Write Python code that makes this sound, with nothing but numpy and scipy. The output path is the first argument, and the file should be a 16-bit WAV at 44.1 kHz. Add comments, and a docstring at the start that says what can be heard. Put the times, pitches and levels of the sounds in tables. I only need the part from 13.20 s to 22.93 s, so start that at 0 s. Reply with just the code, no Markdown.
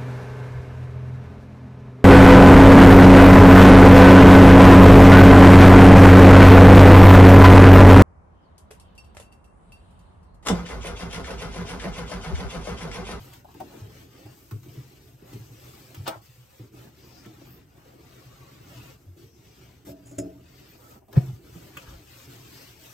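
"""Inside an enamelled steel oven, a dry cloth wiped by hand, two microphone ports close by, still kitchen behind.
From the start, strokes of slipping fibres hiss and rumble the panels; folds scuff and snap, fibres whistle,
and the padded hand bumps the walls. Near 2.9 s a hard catch comes with a slap on the ringing side wall.
Near 6.7 to 7 s the hand scrapes and rings the roof; near 8 s it thuds heavily on the floor of the oven,
near 8.6 s something hard on it taps the enamel, and wiping goes on to the end."""
import sys
import numpy as np
from scipy import signal
from scipy.fft import rfft, irfft, next_fast_len
from scipy.io import wavfile
from scipy.ndimage import uniform_filter1d

SR = 44100
rng = np.random.default_rng(int(sys.argv[2]) if len(sys.argv) > 2 else 0)


def store_pcm(level_fs):
    """Save levels as 16-bit WAV."""
    pcm = np.round(np.clip(level_fs, -1, 1) * 32767).astype(np.int16)
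    wavfile.write(sys.argv[1], SR, np.atleast_2d(pcm).T)


N = 429093
TIME = np.arange(N) / SR


def undb(db):
    """Decibels to gain."""
    return 10 ** (np.asarray(db) / 20)


def unit(x):
    """Scale to rms 1."""
    return x / np.sqrt(np.mean(x ** 2))


def shape(points, hz):
    """Gain of a (Hz, dB) spectrum at given frequencies, interpolated over log frequency."""
    knots, db = np.transpose(points)
    return undb(np.interp(np.log(hz + 1), np.log(knots), db))


def filtered(x, response):
    """Pass x through a response given as a function of frequency."""
    size = next_fast_len(x.shape[-1] + 8192)
    hz = np.arange(size // 2 + 1) * SR / size
    return irfft(rfft(x, size) * response(hz), size)[..., :x.shape[-1]]


def colour(x, points):
    """Give x a smooth spectrum."""
    return filtered(x, lambda hz: shape(points, hz))


def resonate(x, peaks):
    """Parallel resonances, each applied twice for steep skirts."""
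    def response(hz):
        total = 0
        for f, width, db in peaks:
            once = 1j * hz * 1.5 * width / (f * f - hz * hz + 1j * hz * 1.084 * width)
            total = total + undb(db) * once ** 2
        return total
    return filtered(x, response)


def ring(modes, t, scatter=1):
    """Decaying modes after a blow, peak 1; with no scatter they all start from rest together."""
    y = np.zeros(len(t))
    for hz, db, t60 in modes:
        phase = scatter * rng.random()
        y += undb(db - 60 * t / t60) * np.sin(2 * np.pi * (hz * t + phase))
    return y / np.abs(y).max()


def add(track, s, sound):
    """Mix a sound into a track at time s."""
    i = max(int(s * SR), 0)
    track[i:i + len(sound)] += sound[:N - i]


def walk(rate):
    """Smooth random wander with a spread near 1, given new targets at a rate per second."""
    knots = rng.standard_normal(4096)
    return 1.27 * np.interp(TIME * rate, np.arange(len(knots)), knots)


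def slips(rate, spread_db, size):
    """Tiny stick-slip clicks of uneven strength, rate per second, rms 1."""
    hit = rng.random(size) < rate / SR
    return unit(hit * rng.standard_normal(size) * undb(spread_db * rng.standard_normal(size)))


def speed(start, length, fastest):
    """In each stroke the hand speeds up from rest to 1 and slows to rest again."""
    crest = start + length * np.clip(fastest, .05, .95)
    return np.sin(np.pi / 2 * np.interp(TIME, [start, crest, start + length], [0, 1, 0]))


# Strokes of the cloth over the enamel. Each row: start in seconds, length in seconds, fastest point as a share
# of the length, fibre hiss in dB, then relative to it in dB: finest fibres, drag in the cavity, load on the wall.
STROKES = [(-0.08, 0.32, 0.22, -58.5, 1, 1.5, 1.5), (0.224, 0.51, 0.64, -60, -1, 2.5, 7),
           (0.687, 0.2, 0.38, -57.5, -2, 0.5, 4), (0.852, 0.31, 0.54, -60, -2.5, 2, 4.5),
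           (1.095, 0.4, 0.13, -68.5, 8.5, 2.5, 8), (1.41, 0.49, 0.24, -61.5, 0, 0.5, 5),
           (1.796, 0.26, 0.19, -70, 5, 2.5, 8), (1.96, 0.17, 0.88, -68, -5, 11, 9),
           (2.04, 0.32, 0.31, -61.5, 2.5, -1, 5.5), (2.285, 0.74, 0.21, -59.5, 2, 1.5, 4),
           (2.728, 0.31, 0.12, -63, 0, 3, 4), (3.011, 0.26, 0.059, -64.5, 4.5, -6, -23),
           (3.173, 0.35, 0.53, -65.5, 1.5, 2, -18), (3.513, 0.2, 0.5, -60, 1, 5.5, 9),
           (3.613, 0.51, 0.94, -62, -2, 2.5, 5), (4.097, 0.37, 0.18, -61, -3.5, 2.5, 8),
           (4.456, 0.43, 0.45, -66.5, -1, 7.5, 7.5), (4.77, 0.91, 0.27, -60.5, -3, 1, 3.5),
           (5.382, 0.39, 0.72, -57.5, -0.5, 2, 4.5), (5.746, 0.3, 0.08, -76.5, 7.5, 10, 14),
           (5.959, 0.16, 0.24, -64.5, 0, -14, 9.5), (6.106, 0.54, 0.6, -63, -3, 0, 5),
           (6.647, 0.087, 0.4, -60.5, 8.5, 7, 8), (6.7, 0.65, 0.22, -68.5, 0, 5.5, 11),
           (7.19, 0.38, 0.94, -59.5, -4.5, -2.5, 2.5), (7.548, 0.25, 0.47, -64.5, 6.5, 8, 7),
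           (7.902, 0.32, 0.29, -61, 3, 4, 11.5), (8.198, 0.33, 0.7, -59.5, 1.5, 1.5, 7),
           (8.439, 0.41, 0.54, -56.5, -1.5, 1, 0.5), (8.8, 0.27, 0.87, -56.0, 0.5, -3.5, -5),
           (9.036, 0.35, 0.3, -56.0, 0, -1.5, 2), (9.272, 0.32, 0.35, -55, 0.5, -5.5, -3),
           (9.556, 0.33, 0.39, -55.5, 2, -1, -1)]
# hiss and drag grow with the hand's speed to this power; the walls shake even when it is slow
RUB_POWER, LOAD_POWER = 0.62, 0.27
# the cloth rustles faintly in the hand even between strokes
REST_FINE_DB, REST_DRAG_DB, REST_LOAD_DB = -72, -83, -71.5


def effort():
    """Gains of hiss, finest fibres, drag and wall load: each follows the hand's speed, stroke by stroke."""
    hiss = np.zeros(N)
    fine, drag, load = (np.full(N, undb(db) ** 2) for db in (REST_FINE_DB, REST_DRAG_DB, REST_LOAD_DB))
    for start, length, fastest, db, fine_db, drag_db, load_db in STROKES:
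        v = speed(start, length, fastest)
        moving = v > 0
        rub = undb(db) * v[moving] ** RUB_POWER
        push = undb(db) * v[moving] ** LOAD_POWER
        # overlapping strokes add as power
        hiss[moving] += rub ** 2
        fine[moving] += (rub * undb(fine_db)) ** 2
        drag[moving] += (rub * undb(drag_db)) ** 2
        load[moving] += (push * undb(load_db)) ** 2
    return np.sqrt([hiss, fine, drag, load])


# Hiss of the slipping fibres, then of the finest. Each row: frequency in Hz, density in dB per Hz.
FIBRE_SPECTRUM = [(600, -12.5), (1000, 2.5), (1500, 2), (2000, 4.5), (2800, 5.5), (3800, 2), (5200, -1),
                  (7000, -8.5), (9000, -16.5), (16000, -41)]
FINE_FIBRE_SPECTRUM = [(4000, -6), (6500, 0.5), (8500, 0.5), (9300, 5.5), (10200, 1), (11300, 1),
                       (12400, 4), (14700, 3.5), (16000, -6)]
# Resonances under the cloth: air in the cavity, wall chatter, panel boom.
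# Each row: frequency in Hz, nominal width in Hz, relative level in dB.
CAVITY = [(533, 113, 5.5), (611, 156, -2), (800, 98, 2.5), (950, 130, 0.5), (1170, 250, -7.5),
          (1258, 490, -6.5)]
CHATTER = [(227.5, 48, 2.5), (287.6, 38, 3), (320.5, 69, 5), (363, 79, -2.5), (431, 12, 1.5)]
BOOM = [(84, 65, -2.5), (117.7, 24.7, 2.5), (156.5, 6.1, -4.5), (194.6, 7.7, -8)]
# the panels' boom against their chatter, and its uneven swell as the wad rolls
BOOM_DB, BOOM_SWELL_DB, ROLL_PER_S = 2, -1, 7.1


def wiping():
    """Fibres hiss as they slip; the uneven drag of the wad shakes the walls and the air between them."""
    hiss_gain, fine_gain, drag_gain, load_gain = effort()
    grip = walk(35)
    fibres = slips(16000, 0.96, N) * undb(0.7 * grip)
    drag = slips(4000, 1.8, N) * undb(1.0 * grip)
    hiss = unit(colour(fibres, FIBRE_SPECTRUM)) * hiss_gain
    fine = unit(colour(fibres, FINE_FIBRE_SPECTRUM)) * fine_gain * undb(-0.25)
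    hollow = unit(resonate(drag, CAVITY)) * drag_gain
    chatter = unit(resonate(drag, CHATTER)) * load_gain
    swell = undb(BOOM_DB + BOOM_SWELL_DB * walk(ROLL_PER_S))
    boom = unit(resonate(drag, BOOM)) * load_gain * swell
    return hiss + fine + hollow + chatter + boom


# Strokes that sing in one resonance.
# Each row: start in seconds, end in seconds, frequency in Hz, nominal width in Hz, level in dB.
SWISHES = [(0.071, 0.184, 800, 350, -58), (0.397, 0.42, 756, 150, -32.5), (0.431, 0.69, 650, 378, -54),
           (2.099, 2.42, 5870, 1200, -68), (2.854, 2.896, 960, 1140, -34), (2.86, 2.892, 3200, 2800, -39),
           (2.862, 2.908, 580, 330, -36), (2.88, 2.964, 1080, 800, -42.5),
           (3.737, 3.908, 5040, 1100, -62.5), (3.868, 4.047, 5070, 1500, -58),
           (4.039, 4.067, 2200, 1800, -52.5), (4.06, 4.6, 1370, 1500, -68.5),
           (4.237, 4.403, 13800, 2200, -58), (4.85, 5.7, 1123, 110, -65), (5.052, 5.805, 1590, 1310, -66),
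           (5.404, 5.785, 2700, 450, -60.5), (5.946, 6.544, 5700, 1420, -68.5),
           (7.237, 7.435, 4460, 2500, -68), (7.615, 7.8, 1293, 90, -60), (7.949, 7.989, 1100, 1600, -41),
           (8.599, 8.8, 1300, 500, -60), (8.663, 8.8, 56.7, 35, -45), (9.233, 9.493, 4800, 1190, -59)]


def swishes():
    """The pocket between hand and wall picks one band out of the rubbing for the length of a stroke."""
    out, t = np.zeros(N), TIME[:SR]
    for start, end, hz, width, db in SWISHES:
        rub = unit(resonate(slips(12000, 0.85, SR), [(hz, width, 0)]))
        arch = np.sin(np.pi * np.clip(t / max(end - start, .02), 0, 1))
        add(out, start, undb(db) * arch * rub)
    return out


# The cloth catches and scuffs. Each row: start in seconds, level in dB, hollow pitch in Hz,
# wall chatter and hiss in relative dB before trims, decay of the hiss by 60 dB in seconds.
SCUFFS = [(0.129, -49, 900, -13, 4.5, 0.13), (0.244, -35.5, 790, -18, -17, 0.06),
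          (0.284, -42, 790, -20, -21, 0.051), (0.303, -45, 820, -20, -20, 0.06),
          (0.342, -48, 1000, -13, -11, 0.06), (0.347, -45.5, 620, 7, -14, 0.089),
          (0.397, -39, 690, 3.5, -10, 0.09), (0.412, -39.5, 696, 3.5, -16, 0.1),
          (0.452, -46, 560, 4, -18, 0.1), (0.537, -43, 664, 2, -14, 0.12),
          (0.563, -46, 675, 3.5, -20, 0.08), (1.056, -44.5, 730, -0.5, -7, 0.1),
          (1.312, -48.5, 1170, 6.5, -8, 0.19), (1.457, -61.5, 694, 12.5, 0, 0.45),
          (1.536, -65.5, 634, 21, 9, 0.26), (2.021, -50.5, 633, 13, -3, 0.037),
          (2.077, -45.5, 877, -5, -11, 0.065), (2.128, -47, 795, 5.5, -1.5, 0.16),
          (2.156, -47.5, 720, 16, -6, 0.055), (2.747, -53, 1200, -22, -3, 0.06),
          (2.876, -19, 560, -10.5, -8, 0.081), (2.909, -35, 1060, -12, -15, 0.19),
          (2.944, -38, 700, -14, -28, 0.15), (3.393, -56, 900, 13.5, -18, 0.23),
          (3.535, -52.5, 620, 10.5, -16, 0.087), (3.84, -55, 604, 9.5, -12, 0.087),
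          (4.06, -44, 640, 7.5, -15, 0.089), (4.211, -52, 700, 6, -12, 0.099),
          (4.734, -64, 595, 19, -8, 0.081), (6.668, -36, 510, -6, -27, 0.15),
          (6.912, -55, 504, -10, -20, 0.18), (7.715, -44, 660, -14, -22, 0.06),
          (7.754, -40, 675, -6.5, -23, 0.094), (7.816, -45.5, 636, -5, -25, 0.07),
          (7.88, -42.5, 626, -4, -16.5, 0.15), (7.929, -36.5, 665, -12, -30, 0.4),
          (7.963, -28.5, 410, -0.5, -18.5, 0.12)]
# Hiss of a scuff. Each row: frequency in Hz, density in dB per Hz.
SCUFF_SPECTRUM = [(400, -6), (1000, 11), (2200, 17.5), (3100, 17.5), (4500, 11), (7000, 7.5), (9500, 14),
                  (13000, 8), (16000, 9.5)]


def scuffs():
    """A fold catches and lets go: a burst of slips, whose hollow part and wall chatter outlast its hiss."""
    out, t = np.zeros(N), TIME[:SR // 2]
    onset = 1 - np.exp(-t / 0.0019)
    for s, db, hz, chatter_db, hiss_db, t60 in SCUFFS:
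        fade_db = -60 * t / t60
        rub = slips(8000, 2.3, len(t))
        chatter = unit(resonate(rub, CHATTER)) * undb(0.8 * fade_db + chatter_db + 2)
        hollow = unit(resonate(rub, [(hz, 0.39 * hz, 0)])) * undb(0.85 * fade_db - 4.0)
        hiss = unit(colour(rub, SCUFF_SPECTRUM)) * undb(fade_db + hiss_db)
        add(out, s, undb(db) * onset * (chatter + hollow + hiss))
    return out


# The hand bumps a panel. Each row: start in seconds, level in dB, settled panel pitch in Hz,
# time to the fullest contact in seconds, after-ring in relative dB before trims.
BUMPS = [(0.003, -37.5, 105, 0.0081, 8), (0.614, -32.5, 104, 0.014, -2), (1.051, -38.5, 105, 0.011, -13),
         (1.32, -27.5, 105.3, 0.019, 5), (1.477, -42, 113, 0.012, 12), (1.57, -35, 122.6, 0.018, 12),
         (1.934, -44, 120, 0.015, -11), (2.141, -34, 113, 0.014, 0), (2.203, -35, 114, 0.012, -15),
         (2.302, -40, 112, 0.013, -4), (2.775, -33.5, 99, 0.021, 11.5), (2.962, -38.5, 111, 0.011, -12),
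         (3.086, -49, 118, 0.017, 1), (3.173, -47.5, 122.5, 0.027, -6), (3.397, -36.5, 114, 0.017, -2),
         (4.064, -41, 119.3, 0.017, -14), (5.058, -43.5, 119, 0.022, 6), (5.865, -39, 90, 0.024, -2),
         (6.034, -46, 106, 0.015, -2), (7.963, -3.5, 124, 0.017, 1), (8.083, -30, 121, 0.015, -16),
         (8.129, -30.5, 104, 0.0069, -15), (8.355, -38.5, 164, 0.01, -16), (8.57, -43.5, 139, 0.0049, -14),
         (8.68, -38, 65.6, 0.0097, -12)]
# a pressed panel starts sharp and settles: share of its pitch, extra share per dB of weight, settling time
BEND, BEND_PER_DB, SETTLE_S = 0.11, 0.01, 0.019


def bumps():
    """The padded hand loads a panel over a few cycles; panel and cavity hum on."""
    out, t = np.zeros(N), TIME[:SR // 2]
    for s, db, hz, contact_s, after_db in BUMPS:
        load = t / contact_s * np.exp(1 - t / contact_s)
        weight_db = max(db + 21.5, 0)
        # its weight starts the pitch sharp, and it falls as the panel settles
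        bend = BEND + BEND_PER_DB * weight_db
        cycles = hz * (t + bend * SETTLE_S * (1 - np.exp(-t / SETTLE_S)))
        # a heavier hand gives a more compact thud and a weaker after-ring
        thud = load ** (1.12 + 0.38 * weight_db) * np.sin(2 * np.pi * cycles)
        hum_modes = [(hz, -3, .2), (134, 0, .42), (178, -12, .3), (72, -7, .2)]  # Hz, dB, t60 in s
        after = ring(hum_modes, t, scatter=False) * (1 - np.exp(-t / 0.018))
        after_gain = undb(after_db - 4.5 - 0.36 * weight_db)
        add(out, s, undb(db) * (thud + after_gain * after))
    return out


# Knocks on the roof. Each row: start in seconds, level in dB before trims, bright scrape in relative dB,
# scrape decay by 60 dB in seconds, share of its ring time the hand leaves the sheet, fittings in relative dB.
KNOCKS = [(6.668, -44.5, -23, 0.2, 0.18, -5), (6.686, -39, -19, 0.082, 1, -9),
          (6.853, -54, 1.5, 0.42, 0.73, -6), (6.91, -43.5, -7.5, 0.09, 0.87, -16),
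          (6.982, -24, -8, 0.095, 0.97, -14.5)]
# The roof sheet, then its thin fittings.
# Each row: frequency in Hz, relative level in dB, decay by 60 dB in seconds.
ROOF_MODES = [(116.3, 0, 0.24), (179.2, -8, 0.53), (282, 0, 0.47), (293.4, -2.5, 0.52), (361.6, -2, 0.25),
              (580, 3, 0.14), (630.4, -8, 0.52), (659.5, -6, 0.43), (830, -23.5, 0.2)]
FITTING_MODES = [(5120, 5, 0.18), (5652, -7, 0.1), (6200, -8, 0.12), (6691, -1, 0.1), (6880, -2, 0.13),
                 (7510, -5, 0.1), (7675, -6, 0.1)]
# Scrape along the roof. Each row: frequency in Hz, density in dB per Hz.
SCRAPE_SPECTRUM = [(800, -2), (1700, -0.5), (3300, -6), (4300, -13), (6000, 1.5), (6900, 5), (7800, -16),
                   (9200, 12.5), (12000, -15), (16000, -12)]


def knocks():
    """The hand scrapes the roof brightly and rings its sheet and fittings; staying there, it damps the sheet."""
    out, t = np.zeros(N), TIME[:SR]
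    for s, db, scrape_db, t60, free, fittings_db in KNOCKS:
        damped = [(hz, mode_db, ring_s * free) for hz, mode_db, ring_s in ROOF_MODES]
        sheet = ring(damped, t) * (1 - np.exp(-t / 0.005))
        rub = slips(8000, 2.6, len(t))
        # the scrape also sings in the thin fittings, and its push shakes the walls
        singing = unit(resonate(rub, [(6840, 410, 2), (7520, 460, 0)]))
        scrape = unit(colour(rub, SCRAPE_SPECTRUM)) + 0.68 * singing
        fittings = ring(FITTING_MODES, t) * undb(fittings_db) * (1 - np.exp(-t / 0.004))
        shake_fade = undb(-10.5 - 60 * t / 0.52) * (1 - np.exp(-t / 0.0087))
        shake = unit(resonate(rub, CHATTER + BOOM)) * shake_fade
        fade = undb(scrape_db + 1.5 - 60 * t / t60) * (1 - np.exp(-t / (0.027 * t60)))
        add(out, s, undb(db + 8.5) * sheet + undb(db) * (scrape * fade + fittings + shake))
    return out


# The side wall. 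Each row: frequency in Hz, relative level in dB, decay by 60 dB in seconds.
SIDE_WALL_MODES = [(325, -2.5, 0.13), (522, -2, 0.12), (657, 1, 0.17), (810, -4, 0.16), (1295, -6.5, 0.15),
                   (1565, -20, 0.25), (2240, -20, 0.2), (2854, -16, 0.11), (3290, -12, 0.11),
                   (5320, -10, 0.083), (8764, -6, 0.08), (12800, -16, 0.05)]
SLAP_S, SLAP_DB = 2.877, -18


def slap():
    """The wad lands flat on the side wall, which rings briefly."""
    out, t = np.zeros(N), TIME[:SR // 2]
    add(out, SLAP_S, undb(SLAP_DB) * ring(SIDE_WALL_MODES, t) * (1 - np.exp(-t / 0.002)))
    return out


# A taut fold snaps off the enamel. Each row: start in seconds, peak in dB.
SNAPS = [(0.135, -38), (0.342, -35), (0.403, -31), (1.311, -29), (1.432, -38.5), (2.746, -26.5),
         (2.768, -32), (2.877, -13), (4.057, -34), (7.928, -29.5)]
# Colour of a snap. Each row: frequency in Hz, density in dB per Hz.
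SNAP_SPECTRUM = [(300, -2), (900, 25), (3000, 14.5), (6500, 12), (9000, 7), (16000, 12)]
SNAP_T60_S = 0.034


def snaps():
    """A taut fold lets go all at once: a few milliseconds of bright slips."""
    out, t = np.zeros(N), TIME[:SR // 8]
    for s, db in SNAPS:
        rub = slips(9000, 2.5, len(t))
        burst = colour(rub * undb(-60 * t / SNAP_T60_S), SNAP_SPECTRUM)
        add(out, s, undb(db) * burst / np.abs(burst).max())
    return out


# A hard tap on the floor of the oven, and its rattle. Each row: start in seconds, level in dB.
TAPS = [(8.569, -31), (8.572, -25), (8.575, -32), (8.586, -45)]
# What the tap rings with. Each row: frequency in Hz, relative level in dB, decay by 60 dB in seconds.
TAP_MODES = [(1320, -0.5, 0.056), (1700, -4, 0.03), (2250, -3, 0.02), (2550, 2, 0.02), (2990, -1, 0.018),
             (3260, -3, 0.02), (7000, -15, 0.04)]
# Its dry crack. Each row: frequency in Hz, density in dB per Hz.
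CRACK_SPECTRUM = [(300, -5), (1200, -7), (2800, 2), (4200, -15), (7000, -9), (16000, -10)]


def taps():
    """Something hard on the hand rattles against the enamel: dry cracks with hardly any ring."""
    out, t = np.zeros(N), TIME[:SR // 4]
    for s, db in TAPS:
        crack = unit(colour(rng.standard_normal(len(t)), CRACK_SPECTRUM)) * undb(-11 - 60 * t / 0.033)
        add(out, s, undb(db) * (ring(TAP_MODES, t) + crack))
    return out


# Fibres whistle faintly on the enamel. Each row: start in seconds, length in seconds,
# first, middle and last pitch in Hz, level in dB.
WHISTLES = [(0.65, 0.07, 13500, 13600, 13650, -67), (0.88, 0.056, 14600, 14200, 13800, -70),
            (1.405, 0.11, 14900, 13750, 13000, -63), (1.425, 0.06, 15000, 14600, 14100, -66),
            (1.49, 0.08, 14700, 13900, 13550, -64), (3.75, 0.07, 12800, 13400, 13700, -66),
            (3.835, 0.067, 13700, 14650, 14350, -60), (3.89, 0.1, 14600, 14350, 14900, -65),
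            (5.29, 0.06, 13000, 13350, 13150, -66), (5.4, 0.09, 15300, 14900, 14300, -66),
            (7.269, 0.08, 13900, 15000, 15700, -67), (7.278, 0.08, 12100, 12950, 13600, -70),
            (7.336, 0.1, 13500, 13750, 13200, -63), (7.34, 0.09, 12550, 12700, 12200, -69),
            (7.466, 0.09, 15300, 14200, 13900, -56)]


def whistles():
    """Thin stick-slip tones that glide through three pitches, wavering."""
    out, t = np.zeros(N), TIME[:SR // 2]
    for s, length, first, middle, last, db in WHISTLES:
        along = np.clip(t / length, 0, 1)
        glide = np.polyval(np.polyfit([0, .5, 1], [first, middle, last], 2), along)
        hz = glide + 80 * walk(900)[:len(t)]
        add(out, s, undb(db) * np.sin(np.pi * along) * np.sin(2 * np.pi * np.cumsum(hz) / SR))
    return out


# Puffs of air at the microphone ports. Each row: frequency in Hz, density in dB per Hz.
PUFF_SPECTRUM = [(15, -5), (40, -1), (70, 22), (130, 2), (300, -22), (1000, -78)]


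def puffs(thuds, db):
    """Each bump pushes a little air past the ports, differently at each."""
    push = uniform_filter1d(np.abs(thuds), SR // 30)
    return undb(db) * push * unit(colour(rng.standard_normal((2, N)), PUFF_SPECTRUM))


def dense_tails(x, t60, count=300):
    """Dense, short noise tails, separate in each channel and drawn afresh for each short overlapping piece."""
    out, t, hop = np.zeros((2, N)), TIME[:4096], N // count
    for start in range(-hop, N, hop):
        a, b = max(start, 0), min(start + 2 * hop, N)
        piece = x[a:b] * np.sin(np.pi * (np.arange(a, b) - start) / (2 * hop))
        for channel in out:
            tail = rng.standard_normal(len(t)) * undb(-60 * t / t60)
            add(channel, a / SR, signal.fftconvolve(piece, tail / np.linalg.norm(tail)))
    return out


# Spread of the sound between channels, against the shared part; nearly none around 9 to 11 kHz.
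# Each row: frequency in Hz, relative level in dB.
SPREAD_SPECTRUM = [(100, -24), (330, -4.5), (650, 6), (1400, 7.5), (3000, 4), (5500, 6), (7500, 2),
                   (9000, -18.5), (10900, -49), (11400, 6.5), (16000, -8.5)]
# Left channel minus right. Each row: frequency in Hz, difference in dB.
BALANCE = [(100, 0.5), (380, -1), (700, 4.5), (1200, -1), (2400, 2), (3500, 2.5), (5200, 8.5), (6500, 5.5),
           (7600, 3), (8600, 1), (9300, -1.5), (11000, 1), (16000, -1.5)]


def oven(x):
    """Both channels share the sound, and each adds its own short dense tail to spread it."""
    both = x + colour(dense_tails(x, t60=.08), SPREAD_SPECTRUM)

    def response(hz):
        sides = shape(BALANCE, hz) ** np.array([[.5], [-.5]])
        # hold the level of the shared and spread parts together
        return sides / np.hypot(1, shape(SPREAD_SPECTRUM, hz))
    return filtered(both, response)


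# Stereo phase, left against right; the channels are opposed around 10 kHz.
# Each row: frequency in Hz, phase in turns.
STEREO_PHASE = [(100, 0), (300, .02), (600, .24), (1200, .1), (2500, .05), (8400, 0), (9200, .5),
                (10950, .5), (11300, 1)]


def stereo_phase(x):
    """Turn the phase of the left channel against the right, by an amount that depends on frequency."""
    def response(hz):
        turns = np.interp(hz, *np.transpose(STEREO_PHASE))
        return np.exp(-2j * np.pi * turns * np.array([[1], [0]]))
    return filtered(x, response)


# Air of the still kitchen. Each row: frequency in Hz, density in dB per Hz.
KITCHEN_SPECTRUM = [(20, -12), (40, 9.5), (60, 20.5), (120, 16.5), (200, 6.5), (500, 0.5), (1000, -8.5),
                    (3000, -12.5), (16000, -146)]


def kitchen(db):
    """Quiet room air, partly shared by both ports."""
    air = rng.standard_normal(N) + 0.61 * rng.standard_normal((2, N))
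    return undb(db) * unit(colour(air, KITCHEN_SPECTRUM))


# share that reaches the ports without meeting a wall: scuffs, taps, snaps and whistles;
# then the roof, which faces the ports
DIRECT_SHARE, ROOF_DIRECT_SHARE = 0.19, 0.75


def scene():
    """All contacts sound inside the oven, over the still kitchen."""
    cloth = wiping() + swishes()
    thuds, roof = bumps(), knocks()
    hard = scuffs() + taps() + snaps() + whistles()
    inside = oven(cloth + thuds + (1 - DIRECT_SHARE) * hard + (1 - ROOF_DIRECT_SHARE) * roof)
    straight = DIRECT_SHARE * hard + ROOF_DIRECT_SHARE * roof + slap()
    return stereo_phase(inside + straight) + puffs(thuds + roof, db=-17.0) + kitchen(db=-61.5)


TOP_HZ = 15800


def record(dry):
    """The recorder cuts the top steeply."""
    return signal.sosfilt(signal.ellip(10, .2, 80, TOP_HZ, fs=SR, output="sos"), dry)


dry = scene()
out = record(dry)
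store_pcm(out)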